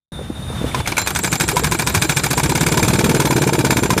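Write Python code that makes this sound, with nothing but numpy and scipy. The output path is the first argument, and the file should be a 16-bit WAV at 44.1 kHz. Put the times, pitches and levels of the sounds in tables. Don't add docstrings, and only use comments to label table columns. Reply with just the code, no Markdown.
import sys
import numpy as np
from scipy import signal
from scipy.fft import rfft, irfft
from scipy.io import wavfile

SR = 44100
rng = np.random.default_rng(int(sys.argv[2]) if len(sys.argv) > 2 else 0)


def to_wav(s):
    ch = np.atleast_2d(s).T
    pcm = np.round(np.clip(ch, -1, 1) * 32767)
    wavfile.write(sys.argv[1], SR, pcm.astype(np.int16))


N = 176400


def hammer(blow, blow_db, release, back, spit_db, knock_db):
    # f/Hz, relative level/dB
    blow_colour = [(200, -7), (570, -9), (900, 0.5), (1200, -4), (1550, 2), (1920, -7), (2300, -0.5),
                   (2950, -8.5), (3800, -1), (4500, -7), (6500, -6.5), (8300, -7), (9500, -8.5),
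                   (12000, -13), (15500, -18)]
    grit_colour = [(150, -7), (350, 0.5), (570, 0), (900, 3.5), (1200, 1.5), (1600, 5), (1950, -5),
                   (2350, -0.5), (2950, -10), (3800, 0), (4600, -9), (6500, -7), (8300, -7.5), (9300, -6),
                   (12000, -13), (15500, -14)]
    knock_colour = [(150, -1.5), (350, 6.5), (570, -7.5), (850, 7), (1200, -5), (1550, 1), (1950, -10.5),
                    (2350, -0.5), (3000, -12.5), (4000, -8.5), (8000, -16), (15500, -40)]
    hits = taps(blow, blow_db)
    crack = bursts(hits, attack_s=0.00013, hold_s=0.0034, decay_s=0.0053) * noise()
    spit = bursts(taps(release, spit_db, scatter_db=1.6), 0.0014, 0.0024, 0.003) * noise()
    grit = bursts(hits, 0.0075, 0.009, 0.019) * noise() * undb(1.1 * wander(900))
    knock = bursts(taps(back, knock_db, scatter_db=0.17), 0.0014, 0.0055, 0.0049) * noise()
    click = bursts(taps(back, spit_db, scatter_db=2.7), 0.0001, 0.00021, 0.00053) * noise()
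    return (undb(-9) * colour(crack, blow_colour)
            + undb(-20.5) * colour(spit, blow_colour)
            + undb(-15) * colour(grit, grit_colour)
            + undb(-15.5) * colour(knock, knock_colour)
            + undb(-14) * click)


def steel(blow, blow_db, back, knock_db):
    # f/Hz, relative level/dB, time to fade by 60 dB/s
    rod_notes = [(3779, 1, .22), (4098, 2, .32), (4712, -4, .25), (5039, -7, .2), (7210, -3, .25),
                 (7287, 0, .55), (7398, 0, .45), (8330, 1, .18), (8851, -4, .5), (10255, -8, .25),
                 (10497, -6, .3), (11148, -9, .35), (11286, -8, .4), (11390, -5, .3), (12695, -7, .17),
                 (13312, -10, .3), (14150, -9, .2), (14669, -7, .22)]
    loose_notes = [(4101, -1, .35), (7284, 0, .36)]
    casing_notes = [(914, -6, 0.05), (1435, -2.5, 0.038), (1485, -2.5, 0.027), (1705, 0.5, 0.053),
                    (2180, 3.5, 0.037), (2370, -2, 0.058), (2510, 0, 0.037), (3560, -7, 0.023),
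                    (8000, -14, 0.035), (8280, -2.5, 0.061), (11000, -11, 0.045), (12600, -8.5, .06)]
    return_notes = [(633, -3.5, 0.082), (903, -1.5, 0.093), (1410, -30, 0.042), (2205, -14, 0.051)]
    # t/s, relative level/dB
    rod_strength = [(.75, -18), (.88, -1), (.98, -12), (1.07, 1), (1.45, -3), (2.3, -4), (3.2, -0.5),
                    (4, -5.5)]
    clank_strength = [(.75, 9), (.87, -3), (1.48, -27), (1.55, 9), (1.72, 4.5), (1.88, -1), (2.05, -18),
                      (2.6, 1), (3.2, 3)]
    return_strength = [(1.0, -38), (2.3, -37), (2.8, -16), (4.0, -21)]
    rod_db = blow_db + curve(rod_strength, blow)[0]
    clank_db = blow_db + curve(clank_strength, blow)[0]
    return_db = knock_db + curve(return_strength, back)[0]
    rod = ring(rod_notes, blow, rod_db, scatter_db=5.5, detune_hz=4.5)
    loose = ring(loose_notes, times=[0.98], levels_db=[-18.5], scatter_db=-3, detune_hz=0)
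    casing = ring(casing_notes, blow, blow_db, scatter_db=2, detune_hz=18)
    clank = ring([(1000, -15, 0.065)], blow, clank_db, scatter_db=5, detune_hz=17)
    knock = ring(return_notes, back, return_db, scatter_db=-1.5, detune_hz=4.4)
    return undb(-31.5) * rod + loose + undb(-17) * casing + clank + knock


def rig_rattle(x):
    decay_s, rattle_db = 0.0035, -5
    t = np.arange(N // 100) / SR
    body = rng.standard_normal(len(t)) * np.exp(-t / decay_s)
    body /= np.sqrt(np.sum(body ** 2))
    body = signal.sosfilt(signal.butter(2, 2650, "high", fs=SR, output="sos"), body)
    rattle = undb(rattle_db) * signal.fftconvolve(x, body)[:N]
    return (x + rattle) / np.sqrt(1 + undb(2 * rattle_db) / 2)


def pressure_build(t, drill):
    # t/s, share of the treble let through/0-1
    sharpness = [(.75, 0.18), (.88, 0.53), (.98, 0.61), (1.3, 0.87)]
    dull = signal.lfilter(*signal.butter(1, 2780, fs=SR), drill)
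    return dull + curve(sharpness, t)[0] * (drill - dull)


def exhaust(blow, release, back, pulse_db, boom_db):
    # t/s, f/Hz
    hole_pitch = [(1.0, 159), (2.2, 146.8), (3.0, 138.4), (4.0, 135.3)]
    # f/Hz, relative level/dB, time to fade by 60 dB/s
    hole_notes = [(333, -14, .09), (455, -19, .06)]
    # f/Hz, relative level/dB
    hole_colour = [(30, -29), (75, -15), (135, -4.5), (200, 1.5), (250, -7), (340, 0), (480, -3.5),
                   (580, -13), (1200, -36.5)]
    pulses = puffs(release, pulse_db - 8.5, half_ms=0.81, suction=0.53)
    pulses += puffs(back, pulse_db - 11.5, half_ms=0.87, suction=0.5, scatter=0.25)
    hz = curve(hole_pitch, blow)[0]
    push = blow + 1.31 / hz
    boom = puffs(push, boom_db - 16.5, half_ms=1.28, suction=0.13)
    boom += ring([(1, -12, 0.083)], push - 1.5 / hz, boom_db, scatter_db=1, detune_hz=3, pitch=hz)
    boom += ring(hole_notes, release, pulse_db, scatter_db=2, detune_hz=3.5, pitch=0.94)
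    rumble = bursts(taps(release, (pulse_db + boom_db) / 2), 0.0003, 0.017, 0.022) * noise()
    return pulses + boom + undb(-22) * colour(rumble, hole_colour)


def port_squeal(t, release):
    # share of the stroke/0-1, f/Hz, relative level/dB
    swoop_shape = [(0, 9900, -18), (.025, 8700, 1.5), (.07, 7830, -6.5), (.16, 8820, -36), (.27, 8000, -2),
                   (.36, 7300, -14), (.56, 7300, -18), (.68, 7700, -25), (.8, 7240, -13), (.9, 7790, -16.5),
                   (.98, 7200, -12)]
    # t/s, relative level/dB
    strength = [(.9, -33), (1.06, -14), (1.12, -6), (1.24, 5.5), (1.5, 2), (1.7, 0), (2.25, -1), (2.6, 0.5),
                (4, -18)]
    cycle = np.interp(t, release, np.arange(len(release))) % 1
    cycle += 0.035 * np.sin(np.pi * cycle) * wander(15)
    hz, db = curve(swoop_shape, cycle)
    swoop = np.sqrt(2) * tone(hz * (1 + 0.024 * wander(1500) + 0.016 * wander(60)))
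    swoop *= undb(-21.5 + db + curve(strength, t)[0] + 3 * wander(700))
    whistle = tone(7270 * (1 + 0.01008 * wander(350)))
    whistle *= undb(-37 + 9.6 * np.tanh(wander(120)))
    hammering = (t > release[0]) * (t < release[-1])
    fade_in = np.interp(t, [1.5, 2.4], [0, 1])
    return hammering * swoop + fade_in * whistle


def ground_thuds(t):
    # t/s, f/Hz, level/dB
    thuds = [(0.796, 90, -12), (1.434, 320, -20.5), (1.529, 404, -17.5), (1.543, 480, -21),
             (1.623, 450, -19), (1.663, 161, -12.5), (1.715, 351, -17), (1.746, 343, -21),
             (1.898, 384, -30), (1.968, 100, -8), (2.043, 320, -15), (2.455, 80, -10)]
    rise_s = 0.0057
    out = np.zeros(N)
    for start, hz, db in thuds:
        age = np.maximum(t - start, 0)
        swell = age / rise_s
        out += undb(db) * swell * np.exp(1 - swell) * np.sin(2 * np.pi * hz * age)
    return out * undb(1.5 * wander(300))


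def start_up():
    # t/s, level/dB, half width of the puff/ms
    bumps = [(0.188, -19, .4), (.209, -22, .5), (.2995, -13.5, .8), (.5, -22, .9), (.612, -20, .4),
             (0.641, -13, .55)]
    # f/Hz, relative level/dB
    rush_colour = [(50, -6), (130, 4), (300, 2.5), (500, 4), (700, -5.5), (1000, -25), (3000, -53)]
    # t/s, level/dB
    chirps = [(.712, -29), (0.857, -20), (0.967, -16)]
    times, db, half_ms = np.array(bumps).T
    rush = bursts(taps(times, db - 2), 0.00042, 0.0035, 0.0047) * noise()
    valve_note = tone(2250 * (1 + 0.0514 * wander(830)))
    thumps = puffs(times + 0.00292, db, half_ms, suction=0.25)
    chirp_loudness = bursts(taps(*np.array(chirps).T), 0.0016, 0.0074, 0.0022)
    return colour(rush, rush_colour) + thumps + chirp_loudness * valve_note


def air_line(t):
    # t/s, f/Hz, level/dB
    whistle = [(.12, 3620, -36), (.3, 3620, -45.5), (.5, 3680, -33.5), (.56, 3630, -38), (.85, 3530, -39),
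               (1.0, 3620, -65)]
    # f/Hz, relative level/dB
    rush_colour = [(100, 14.5), (400, 6), (900, -0.5), (1800, -4.5), (3500, -4), (5000, -13), (7500, -11.5),
                   (10000, -10.5), (15500, -25)]
    # t/s, level/dB
    rush_level = [(.12, -46), (.35, -38.5), (.55, -33.5), (.73, -29), (.79, -23.5), (.83, -35), (.9, -24),
                  (.95, -30.5), (1.2, -37), (2.4, -31), (2.8, -27.5), (3.2, -31), (4, -37)]
    hz, db = curve(whistle, t)
    low = tone(hz * (1 + 0.021 * wander(1200) + 0.009 * wander(41))) * undb(4.2 * wander(70))
    high = tone(9500 * (1 + 0.0234 * wander(2500))) * undb(-8 + 3.2 * wander(300))
    rush = colour(noise(), rush_colour) * undb(curve(rush_level, t)[0] + 1.98 * wander(24.98))
    return rush + undb(db) * (low + high)


def compressor(t):
    # f/Hz, relative level/dB
    rumble_colour = [(20, -10), (40, -21), (60, 4.5), (85, -1), (130, -1.5), (200, -6.5), (350, -19.5),
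                     (700, -21.5), (1500, -25), (3000, -40), (6000, -41), (15000, -49)]
    # t/s, level/dB
    rumble_level = [(.12, -27), (.45, -29.5), (.52, -24.5), (.8, -24.5), (.92, -32), (1.5, -24),
                    (1.96, -24), (2.2, -32), (2.5, -26), (4, -25.5)]
    engine_hz = 64.9 * (1 + 0.017 * wander(14.04))
    drone = undb(-42.5) * (tone(engine_hz) + 1.66 * tone(2 * engine_hz))
    rumble = colour(noise(), rumble_colour) * undb(curve(rumble_level, t)[0] + 2 * wander(18))
    return drone + rumble


def undb(db):
    return 10 ** (np.asarray(db) / 20)


def curve(table, at):
    rows = np.array(table, float)
    return [np.interp(at, rows[:, 0], col) for col in rows.T[1:]]


def tone(hz):
    return np.sin(2 * np.pi * np.cumsum(hz) / SR)


def noise():
    return rng.standard_normal(N)


def wander(rate):
    points = rng.standard_normal(N // 10)
    return 1.2 * np.interp(np.arange(N) / SR * rate, np.arange(len(points)), points)


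def colour(x, points):
    hz, db = np.array(points, float).T
    f = np.maximum(np.arange(N + 1) * SR / (2 * N), 1)
    gain = undb(np.interp(np.log(f), np.log(hz), db))
    cepstrum = irfft(np.log(gain / np.sqrt(np.mean(gain ** 2))))
    cepstrum[1:N] *= 2
    cepstrum[N + 1:] = 0
    return irfft(rfft(x, 2 * N) * np.exp(rfft(cepstrum)))[:N]


def taps(times, db, scatter_db=0):
    out = np.zeros(N)
    size = undb(db + scatter_db * rng.standard_normal(len(times)))
    at = (times * SR).astype(int)
    np.add.at(out, at[at < N], size[at < N])
    return out


def bursts(hits, attack_s, hold_s, decay_s):
    t = np.arange(N // 16) / SR
    shape = (1 - np.exp(-t / attack_s)) * np.exp(-np.maximum(t - hold_s, 0) / decay_s)
    return signal.fftconvolve(hits, shape)[:N]


def puffs(times, db, half_ms, suction, scatter=0.06):
    t, out = np.arange(N) / SR, np.zeros(N)
    chance = rng.standard_normal((len(times), 2))
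    widths = half_ms * np.ones(len(times)) / 1000
    for start, size, width, (wider, louder) in zip(times, undb(db), widths, chance):
        at = int(start * SR)
        near = slice(max(at - N // 200, 0), at + N // 200)
        u = (t[near] - start) / (width * np.exp(scatter * wider))
        shape = (u + suction * (1 - u ** 2)) * np.exp((1 - u ** 2) / 2)
        out[near] -= size * np.exp(scatter * louder) * shape
    return out


def ring(notes, times, levels_db, scatter_db, detune_hz, pitch=1):
    out = np.zeros(2 * N)
    for hz, db, fade_s in notes:
        t = np.arange(int(np.clip(fade_s, 0.005, 1) * SR)) / SR
        fade = np.exp(-np.log(1000) * t / fade_s)
        chance = rng.standard_normal((len(times), 2))
        pitches = hz * pitch * np.ones(len(times))
        for start, level, f, (louder, higher) in zip(times, levels_db, pitches, chance):
            at = int(start * SR)
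            note = np.sin(2 * np.pi * (f + detune_hz * higher) * t)
            out[at:at + len(t)] += undb(db + level + scatter_db * louder) * fade * note
    return out[:N]


def scene():
    # t/s, relative level/dB
    blows = [(0.7457, -7), (0.8744, -5), (0.9797, -1), (1.0725, -3), (1.1598, -6), (1.2446, -5),
             (1.3269, -4), (1.4082, -3), (1.4875, -4), (1.5673, -5), (1.6432, -4), (1.72, -5), (1.7953, -5),
             (1.8721, -4), (1.9475, -1), (2.0213, -3), (2.0946, -2), (2.169, -3), (2.2403, -5),
             (2.3104, -6), (2.3774, -5), (2.4369, -7), (2.4977, -9), (2.5551, -7), (2.6115, -6),
             (2.6663, -6), (2.7212, -7), (2.7746, -5), (2.829, -5), (2.8823, -5), (2.9352, -7),
             (2.9901, -6), (3.043, -5), (3.0949, -7), (3.1477, -8), (3.2006, -5), (3.254, -7), (3.3079, -7),
             (3.3638, -8), (3.4191, -6), (3.474, -10), (3.5324, -7), (3.5897, -8), (3.6476, -5),
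             (3.706, -3), (3.7688, -5), (3.8332, -7), (3.904, -4), (3.9779, -4)]
    # t/s, air release before the blow/ms, return knock after it/ms
    timing = [(.75, 22, 54), (.874, 13, 45), (.98, 12, 37), (1.16, 10.54, 30), (1.5, 9.1, 27.1),
              (2.1, 5.7, 25), (2.37, 5.34, 20.4), (2.7, 3.56, 21.2), (3.1, 3.5, 17.34), (3.48, 5.7, 16.4),
              (3.77, 5.9, 18.8), (3.98, 10.5, 31.7)]
    # t/s, spit/dB, exhaust puff/dB, boom/dB, return knock/dB
    strengths = [(.75, -28, -37, -22, -4.5), (.88, 3, -34, -33, 0.5), (.98, 6, -48, -41, -2.5),
                 (1.25, 6, -10.5, -1.5, -2.5), (2.1, 0, -18, -0.5, -0.5), (2.4, 5.5, -4, 0, 1),
                 (2.7, 5, -3.5, 2, -1.5), (3.0, 0, 1, 1.5, -2), (3.55, -3, 2.5, -2, -0.5),
                 (3.98, -6, -0.5, -1.5, -1)]
    t = np.arange(N) / SR
    blow, blow_db = np.array(blows).T
    lead_ms, return_ms = curve(timing, blow)
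    release, back = blow - lead_ms / 1000, blow + return_ms / 1000
    spit_db, pulse_db, boom_db, knock_db = curve(strengths, blow)
    drill = rig_rattle(hammer(blow, blow_db, release, back, spit_db, knock_db))
    drill += steel(blow, blow_db, back, knock_db)
    air = exhaust(blow, release, back, pulse_db, boom_db) + port_squeal(t, release) + air_line(t)
    return (pressure_build(t, drill) + air + compressor(t) + start_up() + ground_thuds(t))[None]


def record(dry):
    start_s, low_cut_hz, top_hz = 0.1196, 68, 15300
    opened = np.clip((np.arange(N) / SR - start_s) / 0.00066, undb(-71), 1)
    thinned = signal.sosfilt(signal.butter(1, low_cut_hz, "high", fs=SR, output="sos"), dry)
    rounded = 0.8 * np.tanh(thinned * opened / 0.75)
    return signal.sosfilt(signal.ellip(10, 0.2, 80, top_hz, fs=SR, output="sos"), rounded)


dry = scene()
out = record(dry)
to_wav(out)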